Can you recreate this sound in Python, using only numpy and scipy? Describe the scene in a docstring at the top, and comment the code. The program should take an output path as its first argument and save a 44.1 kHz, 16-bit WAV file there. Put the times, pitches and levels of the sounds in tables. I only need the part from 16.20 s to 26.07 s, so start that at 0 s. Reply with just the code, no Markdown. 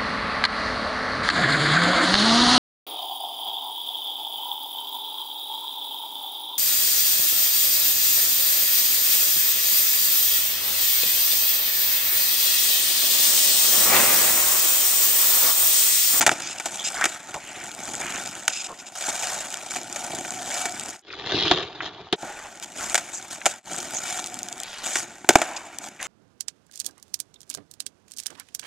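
"""A skateboard rolls over rough asphalt: grit contacts ring damped resonances of deck, wheels and trucks.
Grinds raise the grit's level as the rider shoves and swivels; bearings click, loaded wheels hum.
Blows ring the board and leave it shaking; skids, scuffs, steps, ticks and pebbles are timed noise bursts.
One ollie passes at half speed, an octave lower; at the end the board slams down on its back.
Close stereo microphone on a quiet street with a faint echo; the hardest landings overload it."""
import sys
import numpy as np
from scipy import signal
from scipy.fft import rfft, irfft, next_fast_len
from scipy.io import wavfile
from scipy.ndimage import uniform_filter1d, map_coordinates

SR = 44100
rng = np.random.default_rng(int(sys.argv[2]) if len(sys.argv) > 2 else 0)


def pcm_store(signal):
    """Save signal as 16-bit PCM."""
    levels = np.round(np.clip(np.atleast_2d(signal), -1, 1) * 32767)
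    wavfile.write(sys.argv[1], SR, levels.astype(np.int16).T)


N = 435266
TIME_S = np.arange(N) / SR

# Times are as heard; lengths are at normal speed.
# Rolling over the ride; rumble is high while the rider's weight is on the deck:
# time_s, roll_db, rumble_re_roll_db
ROLL = [(0, -42, 6.5), (.34, -46.5, -4.5), (.55, -40.5, -6), (1.05, -49, -2.5), (2.0, -40, 0),
        (2.3, -45.5, -4.5), (2.73, -52.5, -3.5), (2.9, -43, -29), (3.15, -39, -7), (3.4, -43, -6),
        (3.68, -45.5, 0), (3.78, -40.5, -2.5), (4.2, -42.5, -1), (4.38, -37.5, -10.5), (4.551, -43, 2.5),
        (4.7, -41, 0.5), (4.851, -43, -6), (5.851, -50.5, -2), (6.05, -49.5, -18.5), (6.4, -50, 0.5),
        (6.85, -46, -3.5), (7.4, -48, -2.5), (7.53, -40, -0.5), (7.95, -43.5, -4), (8.1, -45.5, 0),
        (8.36, -47, 1.5), (8.5, -49, -11), (8.85, -47.5, 1.5), (9.0, -53.5, 1.5), (9.87, -54.5, 2)]
# Blows of tail, wheels and deck on the road; deck pitch depends on where the board is struck:
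# start_s, knock_db, rattle_s, thud_re_knock_db, wood_re_knock_db, metal_re_knock_db, deck_pitch_ratio
BLOWS = [(.009, -17, .005, -15, -3, 0, 1), (0.015, -19, 0.0035, -14, -11, 4, 0.93),
         (0.0241, -19, 0.01, -24, -1, 1, 1.17), (0.065, -10, 0.0064, -16, -5, 0.5, 0.98),
         (.075, -19, 0.0045, -10, 5.5, 1, 1.02), (0.0925, -11, 0.0018, -16.5, -8.5, -11, 1.24),
         (.115, -22, 0.0082, -4, 2.5, -0.5, 0.94), (.399, -25.5, 0.0071, -15, -6.5, -2, 1.06),
         (0.4578, -27.5, 0.01, -10, 3.5, 6, 1), (0.8113, -23, 0.0048, -30, -1, -3, 1.1),
         (0.841, -15, 0.0041, -16, -8.5, -2.5, 0.97), (0.8551, -17, 0.005, -10, -6, 0.5, 1),
         (1.142, -29, 0.0055, -6.5, -0.5, -2, 1.22), (2.2796, -15.5, 0.0025, -47, -10, 2, 1.044),
         (3.76, -29.5, 0.01, -19, 0, 2.5, 0.99), (4.455, -23.5, 0.0091, -7.5, -5, 1, 1.02),
         (5.313, -15.5, 0.0053, -9.5, -2, 2, 1), (5.927, -11, 0.0075, -3.5, 7.5, 5, 1),
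         (6.745, -19, 0.0026, -17, -2.5, 3, 0.97), (6.7539, -15.5, 0.0057, -35, -8.5, 0.5, 0.96),
         (6.778, -22, 0.0089, -30, -6, 1, 0.99), (7.2574, -19.5, 0.005, -20, -1, 1.5, 1.05),
         (7.262, -17.5, 0.0073, -11.5, 5, 4.5, 1), (8.756, -18, 0.0077, -14.5, -10.5, -2, 1.03),
         (9.045, -36.5, .0024, 2, 3, -10, 1.02), (9.09, -7, 0.0039, -2, -0.5, 1.5, 0.99),
         (9.105, -21.5, 0.0035, 0, 6.5, -1, 1.01), (9.1553, -7.5, 0.0035, -2, 7, -4.5, 1.075),
         (9.217, -18.5, 0.007, -11, 2.5, -3, 0.95)]
# Sharp ticks of bearings and loose stones: start_s, level_db
TICKS = [(2.905, -20), (3.189, -19), (3.224, -23), (3.304, -18), (3.326, -18), (3.342, -11), (4.597, -12),
         (4.687, -25), (4.706, -21), (5.272, -11), (5.281, -8), (6.399, -23.5), (6.698, -13), (7.116, -20),
         (7.9997, -18), (8.0423, -13.5), (8.061, -16), (8.072, -17), (8.1425, -15), (8.19, -14.5),
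         (8.2312, -12.5), (8.286, -17), (8.327, -13), (8.3805, -25), (8.4015, -16), (8.434, -14.5),
         (9.586, -14), (9.828, -14.5)]
# Pebbles cracking under a wheel, higher for small stones: start_s, level_db, pitch_ratio
PEBBLES = [(3.557, -22, 1.4), (4.049, -20.5, 1.07), (4.903, -24, 2.2), (4.934, -21.5, 1.9),
           (5.605, -16, 1.76), (7.215, -22.5, 1.1)]
# Skids of wheels, soles and deck: start_s, length_s, level_db, pitch_hz, width_hz
SKIDS = [(0.576, 0.065, -35, 3470, 500), (0.738, 0.15, -31, 1690, 1000), (0.808, 0.034, -22.5, 1770, 700),
         (1.144, 0.041, -32.5, 805, 550), (1.172, 0.32, -41, 2300, 1403), (1.771, 0.26, -34.5, 1960, 1600),
         (2.477, 0.066, -38, 750, 680), (2.821, 0.49, -42.5, 1530, 1090), (5.121, 0.1, -25.5, 7380, 2500),
         (6.038, 0.29, -42, 1350, 1290), (6.57, .17, -36.5, 1700, 1470), (6.924, 0.075, -33, 7100, 1490),
         (7.733, 0.067, -28, 6750, 900), (8.395, 0.3, -39.5, 2540, 3870), (8.72, 0.1, -34, 6900, 2580),
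         (9.24, 0.24, -43, 840, 450), (9.783, 0.1, -37, 1940, 1510)]
# Board ground over grit by a shove or swivel; bass is the weight behind it:
# start_s, length_s, level_db, bass_re_level_db
GRINDS = [(0.618, 0.39, -43.5, 5), (2.702, 0.51, -37.5, 3), (3.488, 0.11, -39.5, 4.5),
          (4.27, 0.18, -42, -6), (5.005, 0.24, -34.5, 8), (5.612, 0.047, -39.5, 3),
          (6.421, 0.031, -40.5, -26), (6.538, 0.22, -41, 6.5), (7.097, 0.076, -43.5, -18),
          (7.254, 0.079, -40.5, -15), (7.78, 0.27, -39.5, 1), (8.613, 0.24, -37, 0.5),
          (9.602, 0.1, -48, 12), (9.786, 0.19, -44.5, 7)]
# Feet coming down or pushing off on deck or road: start_s, level_db
STEPS = [(2.882, -35), (3.557, -33.5), (3.93, -33.5), (5.14, -28), (5.23, -31.5), (6.029, -33.5),
         (8.66, -35.5)]
# Sole dragged over grip tape or road: start_s, length_s, level_db
SCUFFS = [(0.208, 0.14, -34.5), (0.38, 0.0077, -31), (0.638, 0.055, -26), (2.293, 0.015, -30),
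          (2.313, 0.12, -31), (2.44, 0.033, -33.5), (2.584, 0.03, -39), (2.658, 0.031, -38),
          (9.361, 0.0176, -31)]
# Stretches where the wheels sing: start_s, length_s, level_db, overtone_re_level_db
HUMS = [(2.847, 0.95, -52, -12), (3.683, 0.97, -42.5, -20), (4.305, 0.21, -44, 1.5), (7.544, 0.89, -51, -5),
        (7.797, 0.24, -42.5, -4)]
# Brief level dips between tricks: middle_s, width_s
DIPS = [(4.822, 0.096), (5.962, 0.057), (7.422, 0.055)]

# Flexing of the board: pitch_hz, width_hz, level_db
FLEX_MODES = [(119, 23, -9.5), (268, 180, 0), (350.5, 54, 0.5)]
# Whole deck bending under a blow: pitch_hz, width_hz, level_db
THUD_MODES = [(125, 60, -16), (350, 120, 1.5)]
# Deck resonances: pitch_hz, width_hz, level_db
DECK_MODES = [(601, 64, -5.5), (733.4, 142, 1), (867, 113, -4)]
# Deck overtones that only a blow wakes: pitch_hz, width_hz, level_db
DECK_OVERTONES = [(1408, 117, -9.5), (2300, 150, -16)]
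# Wheel resonances: pitch_hz, width_hz, level_db
WHEEL_MODES = [(1465, 290, 4), (1863, 216, 1), (2291, 280, 2.5), (2790, 480, -8), (3480, 320, -8)]
# Truck resonances: pitch_hz, width_hz, level_db
TRUCK_MODES = [(3260, 1020, -2.5), (4960, 1500, -6.5), (6946, 1680, 2), (7300, 1430, -4.5),
               (8080, 1470, -10), (9740, 910, -12.5), (13220, 24000, -21.5)]
# Sole resonances before bending: pitch_hz, width_hz, level_db
SOLE_MODES = [(2660, 470, -0.5), (3650, 700, -4.5), (5170, 490, 0.5), (7100, 1100, 1)]

# Left port against right: freq_hz, left_re_right_db, left_lead_rad, likeness_ratio
PORTS = [(100, -1, -0.31, 1), (2000, 0, 0.0047, 0.93), (5200, 0.5, -0.93, 0.99), (6660, -4, -0.13, 0.35),
         (7360, 2, -0.39, 0.27), (7900, 10.5, 0.79, 0.49), (10000, 7.5, -1.6, 0.46), (13000, 20, -.7, .5)]
# Street echo decay: freq_hz, t60_s
STREET = [(150, 0.23), (800, 1.05), (3000, 1.8), (9000, 1.8)]

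# Answer of each part of the board: to_rolling_db, to_grinding_db, to_shaking_db
# Flexing
RUMBLE_DB = (-1.5, -16.5, -11.5)
# Deck
DRONE_DB = (0.6, -6, -10)
# Wheels
SCRUB_DB = (-0.3, 0.5, -6.5)
# Trucks
SIZZLE_DB = (1, 6.5, -1)

SLOW_FROM_S, SLOW_TO_S = 4.82, 5.96
MIC_EDGE_HZ, EDGE_HZ = 14400, 16400
GRAVEL_PER_S, GRAVEL_RE_ROLL_DB = 70, -4.5
BEARING_CLICKS_PER_S, BEARING_RE_ROLL_DB = 55, -3.5
# Sizzle and bearings gain this many extra dB per dB of rolling above the cruise
CRUISE_DB, SIZZLE_GROWTH_DB_PER_DB = -49.5, 0.42
GRIND_TAPER_RATIO = 0.47  # share of a grind spent swelling and fading
SHAKE_RE_KNOCK_DB, SHAKE_DB_PER_THUD_DB, SHAKE_FALL_DB_PER_S = -25.5, 0.097, 72
STRIKE_RATIO = 0.5  # first clean contact re the chatter that follows
PEBBLE_RATTLE_S = 0.0028
SKID_SAG_RATIO = 0.039  # pitch fall as a skid slows
STEP_DECAY_S, STEP_DECK_RE_FLEX_DB = 0.02, 5
SOLE_BEND_RATIO = 0.03  # rms wander of the sole resonances
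HUM_HZ, OVERTONE_HZ, HUM_WAVER_RATIO = 731, 2280, 0.03216  # waver of the lower note


def gain_of(db):
    """Decibels to amplitude."""
    return 10 ** (np.asarray(db) / 20)


def unit_rms(x):
    """Scales to rms 1."""
    return x / np.sqrt(np.mean(x ** 2) + 1e-20)


def read(points, hz):
    """Table columns interpolated over log frequency."""
    f, *columns = np.transpose(points)
    return [np.interp(np.log(hz + 1), np.log(f), c) for c in columns]


def street_time(heard_s):
    """Street time at a heard time; it runs at half speed in the slow motion."""
    return heard_s - .5 * np.clip(heard_s - SLOW_FROM_S, 0, SLOW_TO_S - SLOW_FROM_S)


def add(mix, heard_s, sound):
    """Mixes a sound in so that it is heard at the given time."""
    start = max(round(street_time(heard_s) * SR), 0)
    part = mix[start:][:len(sound)]
    part += sound[:len(part)]


def low_pass(x, hz):
    """Steep band limit on both channels."""
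    taps = signal.firwin(301, hz, window=("kaiser", 8), fs=SR)
    return signal.oaconvolve(x, taps[None], "same")


def ring(x, modes, size=4096):
    """Causal minimum-phase response of damped resonances with steep skirts."""
    hz = abs(np.fft.fftfreq(size, 1 / SR)) + 1
    power = 0
    for f, width, db in modes:
        detune = (hz ** 2 - f ** 2) / (2 * width * np.sqrt(hz * f))
        power = power + gain_of(db) ** 2 / (1 + detune ** 2 * 2) ** 2
    log_gain = .5 * np.log(power + 1e-10)
    taps = np.fft.ifft(np.exp(np.conj(signal.hilbert(log_gain)))).real
    return signal.oaconvolve(x, taps[:size // 2])[:len(x)]


def grit(per_s, spread_db, size=N):
    """Random stone contacts: most are small, a few large."""
    heights = gain_of(spread_db * np.minimum(rng.exponential(1, size), 3.7))
    return heights * rng.choice([-1, 1], size) * (rng.random(size) < per_s / SR)


def wander(hz):
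    """Smooth random signal of rms 1, up to about the given rate."""
    size = next_fast_len(N)
    spectrum = rfft(rng.standard_normal(size))
    smooth = irfft(spectrum / (1 + (np.fft.rfftfreq(size, 1 / SR) / hz) ** 4), size)
    return unit_rms(smooth[:N])


def together(levels_db, *strengths):
    """Unrelated causes add in power, each at its own level."""
    return np.sqrt(sum((gain_of(db) * x) ** 2 for db, x in zip(levels_db, strengths)))


def chatter(rattle_s, size=4096):
    """One clean strike and a dying run of contacts, energy spread fairly evenly over frequency."""
    t = np.arange(size) / SR
    contacts = rng.standard_normal(size) * np.exp(-t / rattle_s)
    spectrum = rfft(contacts / np.linalg.norm(contacts) + STRIKE_RATIO * (t == 0))
    flatter = irfft(spectrum / np.sqrt(abs(spectrum) + 1e-9))
    return flatter * np.exp(-(t / (2 * np.pi * rattle_s)) ** 2)


def shifting(x, depth_db, size=512):
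    """The contact point moves, so overtones vary in patches of about 400 Hz and 15 ms."""
    overlap = size * 3 // 4
    hz, _, z = signal.stft(x, SR, nperseg=size, noverlap=overlap)
    patches = uniform_filter1d(rng.standard_normal(z.shape), size=5, axis=0)
    patches = unit_rms(uniform_filter1d(patches, size=5, axis=1))
    # low deck modes answer alike wherever they are struck
    depth = depth_db * np.sqrt(hz / (hz + 1000))[:, None]
    gain = gain_of(depth * np.clip(patches, -2, 2))
    z = z * gain / np.sqrt(np.mean(gain ** 2, axis=1, keepdims=True))
    return signal.istft(z, SR, nperseg=size, noverlap=overlap)[1][:N]


def street(x):
    """Hedges and house fronts scatter a faint, dull tail."""
    echoes = rng.standard_normal(SR) * (rng.random(SR) < 2500 / SR)
    echoes = echoes * (1 - np.exp(-TIME_S[:SR] / 0.003))
    hz, t, z = signal.stft(echoes, SR, nperseg=256)
    decay = gain_of(-60 * t / read(STREET, hz)[0][:, None])
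    z = z * decay / np.hypot(1, hz / 2500)[:, None]
    tail = signal.istft(z, SR, nperseg=256)[1]
    return signal.fftconvolve(x, tail / np.linalg.norm(tail))[:N]


def ports(x):
    """Two close ports hear nearly the same bass; the housing shades and scatters the treble."""
    hz, _, z = signal.stft(x, SR, nperseg=64)
    balance_db, lead_rad, likeness = (c[:, None] for c in read(PORTS, hz))
    likeness = np.clip(likeness, 0, 1)
    random_phase = np.exp(2j * np.pi * rng.random(z.shape))
    scatter = np.sqrt((1 - likeness) / (1 + likeness)) * random_phase
    lean = gain_of(balance_db / 2) * np.exp(.5j * lead_rad)
    pair = np.array([z * (1 + scatter) * lean, z * (1 - scatter) / lean])
    pair = pair * 2 / abs(lean + 1 / lean)
    return signal.istft(pair, SR, nperseg=64)[1][:, :N]


def steps(size=8192):
    """A soft sole sets the deck flexing, with no crack."""
    out, t = np.zeros(N), np.arange(size) / SR
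    for start_s, db in STEPS:
        force = rng.standard_normal(size)
        flex = unit_rms(ring(force, FLEX_MODES))
        deck = unit_rms(ring(force, DECK_MODES))
        thump = flex + gain_of(STEP_DECK_RE_FLEX_DB) * deck
        add(out, start_s, gain_of(db) * thump * np.exp(-t / STEP_DECAY_S))
    return out


def scuffs():
    """Rubber rasps over fine grit, abruptly on and off; the sole's resonances shift as it bends."""
    level = np.zeros(N)
    for start_s, length_s, db in SCUFFS:
        add(level, start_s, gain_of(db) * signal.windows.tukey(int(length_s * SR), .25))
    force = rng.standard_normal(N) * gain_of(2.6 * wander(hz=159))
    rasp = ring(force, SOLE_MODES)
    position = np.cumsum(1 + SOLE_BEND_RATIO * wander(hz=17))
    bent = map_coordinates(rasp, [position], order=3, mode="mirror")
    return level * unit_rms(bent)


def pebbles():
    """A pebble cracks under a wheel: a short, dry knock."""
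    out = np.zeros(N)
    for start_s, db, pitch in PEBBLES:
        modes = np.multiply(WHEEL_MODES, [pitch, pitch, 1])
        crack = ring(chatter(PEBBLE_RATTLE_S), modes)
        add(out, start_s, gain_of(db) * crack / abs(crack).max())
    return out


def ticks(size=1024):
    """Tiny steel contacts ring the trucks for a millisecond or two."""
    out, t = np.zeros(N), np.arange(size) / SR
    for start_s, db in TICKS:
        force = rng.standard_normal(size) * np.exp(-t / 0.0009)
        tick = ring(force, TRUCK_MODES)
        add(out, start_s, gain_of(db - 0.5) * tick / abs(tick).max())
    return out


def skids():
    """Rubber sticks and slips: clumps of small slips feed a resonance that falls as the skid slows."""
    out = np.zeros(N)
    for start_s, length_s, db, pitch_hz, width_hz in SKIDS:
        count = int(length_s * SR)
        grip = unit_rms(uniform_filter1d(rng.standard_normal(SR // 2), size=260))
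        slips = grit(per_s=1500, spread_db=3.5, size=SR // 2) * gain_of(0.53 * grip)
        glide_hz = pitch_hz * np.linspace(1, 1 - SKID_SAG_RATIO, count)
        turn = np.exp(2j * np.pi * np.cumsum(glide_hz) / SR)
        # shift down to 0 Hz, low-pass, shift back: a gliding band-pass
        b, a = signal.butter(2, width_hz / 2, fs=SR)
        scrape = (turn * signal.lfilter(b, a, slips[:count] / turn)).real
        add(out, start_s, gain_of(db) * unit_rms(scrape) * signal.windows.tukey(count, .45))
    return out


def humming():
    """Under the rider's weight the wheels sing two notes; the road makes pitch and strength waver."""
    low, high = np.zeros((2, N))
    for start_s, length_s, db, overtone_db in HUMS:
        swell = signal.windows.tukey(int(length_s * SR), .3)
        add(low, start_s, gain_of(db) * swell)
        add(high, start_s, gain_of(db + overtone_db) * swell)
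    out = np.zeros(N)
    notes = [(HUM_HZ, HUM_WAVER_RATIO, low), (OVERTONE_HZ, HUM_WAVER_RATIO / 2, high)]
    for hz, waver, level in notes:
        cycles = np.cumsum(hz * (1 + waver * wander(hz=44.4))) / SR
        tone = np.sin(2 * np.pi * cycles) * gain_of(4.1 * wander(hz=30))
        out += level * unit_rms(tone)
    return out


def clacks(size=4096):
    """Each blow rings deck, wheels and trucks; levels are of energy packed into 5 ms."""
    out = np.zeros(N)
    packed = np.sqrt(.005 * SR / size)
    for start_s, db, rattle_s, thud_db, wood_db, metal_db, pitch in BLOWS:
        deck_modes = np.multiply(DECK_MODES + DECK_OVERTONES, [pitch, 1, 1])
        deck = unit_rms(ring(chatter(rattle_s), deck_modes))
        wheels = unit_rms(ring(chatter(rattle_s), WHEEL_MODES))
        thud = unit_rms(ring(chatter(rattle_s), THUD_MODES))
        metal = unit_rms(ring(chatter(rattle_s), TRUCK_MODES))
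        blow = wheels + gain_of(wood_db) * deck + gain_of(thud_db) * thud + gain_of(metal_db) * metal
        add(out, start_s, packed * gain_of(db) * blow)
    return out


def bearings():
    """Almost evenly spaced clicks of uneven strength ring the trucks in bursts of 0.69 ms decay."""
    turns = np.cumsum(BEARING_CLICKS_PER_S * (1 + .3 * wander(hz=39.8))) / SR
    clicks = np.diff(np.floor(turns), prepend=0) * rng.random(N)
    bursts = signal.lfilter([1], [1, -np.exp(-1 / (0.00069 * SR))], clicks)
    return unit_rms(ring(bursts * rng.standard_normal(N), TRUCK_MODES))


def grinding():
    """Grind strength at the wheels, and at the deck as the rider's weight passes it on."""
    at_wheels, at_deck = np.zeros((2, N))
    for start_s, length_s, db, bass_db in GRINDS:
        swell = signal.windows.tukey(int(length_s * SR), GRIND_TAPER_RATIO)
        add(at_wheels, start_s, gain_of(db) * swell)
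        add(at_deck, start_s, gain_of(db + bass_db) * swell)
    return at_wheels, at_deck


def shaking():
    """Uneven shaking that dies away after each blow, stronger with more thud."""
    power = np.zeros(N)
    for start_s, knock_db, _, thud_db, *_ in BLOWS:
        start_db = knock_db + SHAKE_RE_KNOCK_DB + SHAKE_DB_PER_THUD_DB * thud_db
        add(power, start_s, gain_of(start_db - SHAKE_FALL_DB_PER_S * TIME_S[:SR]) ** 2)
    return np.sqrt(power) * gain_of(2.0 * wander(hz=70))


def rolling():
    """Stones strike the wheels and ring every part of the board; bearings add their rattle."""
    time_s, *columns = np.transpose(ROLL)
    roll, weight = (gain_of(np.interp(TIME_S, street_time(time_s), c)) for c in columns)
    bright = (roll / gain_of(CRUISE_DB)) ** SIZZLE_GROWTH_DB_PER_DB
    grind, deck_grind = grinding()
    shake = shaking()

    stones = unit_rms(grit(per_s=520, spread_db=3.5))
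    sand = unit_rms(grit(per_s=9000, spread_db=2.5))
    # coarse patches of road shake all parts together
    road = (sand + 0.88 * stones) * gain_of(2.1 * wander(hz=70))
    coarse = grit(per_s=GRAVEL_PER_S, spread_db=2.0)
    gravel = unit_rms(ring(coarse, DECK_MODES + WHEEL_MODES))
    gravel = gravel * np.sqrt(roll ** 2 + grind ** 2 + (shake / 2) ** 2)

    rumble = unit_rms(ring(road, FLEX_MODES)) * together(RUMBLE_DB, roll * weight, deck_grind, shake)
    drone = unit_rms(ring(road, DECK_MODES)) * together(DRONE_DB, roll, deck_grind, shake)
    scrub = unit_rms(ring(road, WHEEL_MODES)) * together(SCRUB_DB, roll, grind, shake)
    sizzle = unit_rms(ring(road, TRUCK_MODES)) * together(SIZZLE_DB, roll * bright, grind, shake)
    rattle = gain_of(BEARING_RE_ROLL_DB) * roll * bright * bearings()
    return rumble + drone + scrub + sizzle + gain_of(GRAVEL_RE_ROLL_DB) * gravel + rattle


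def scene():
    """The board and its street echo at the two ports."""
    board = shifting(rolling() + skids(), depth_db=3.5)
    board = board + humming() + scuffs() + clacks() + steps() + ticks() + pebbles()
    return ports(board + gain_of(-23.5) * street(board))


def record(dry):
    """Microphone band and overload, half-speed stretch, brief level dips, final band limit."""
    band = low_pass(dry, MIC_EDGE_HZ)
    clipped = band / (1 + band ** 6) ** (1 / 6)
    # lopsided overload puts a low bump under the hardest blows
    heard = (clipped + .1 * clipped ** 4) * .89
    position = street_time(TIME_S) * SR
    slowed = np.array([map_coordinates(c, [position], order=4) for c in heard])
    for middle_s, width_s in DIPS:
        slowed = slowed * (1 - 0.96 * np.exp(-((TIME_S - middle_s) / width_s) ** 2))
    return low_pass(slowed, EDGE_HZ)


dry = scene()
out = record(dry)
pcm_store(out)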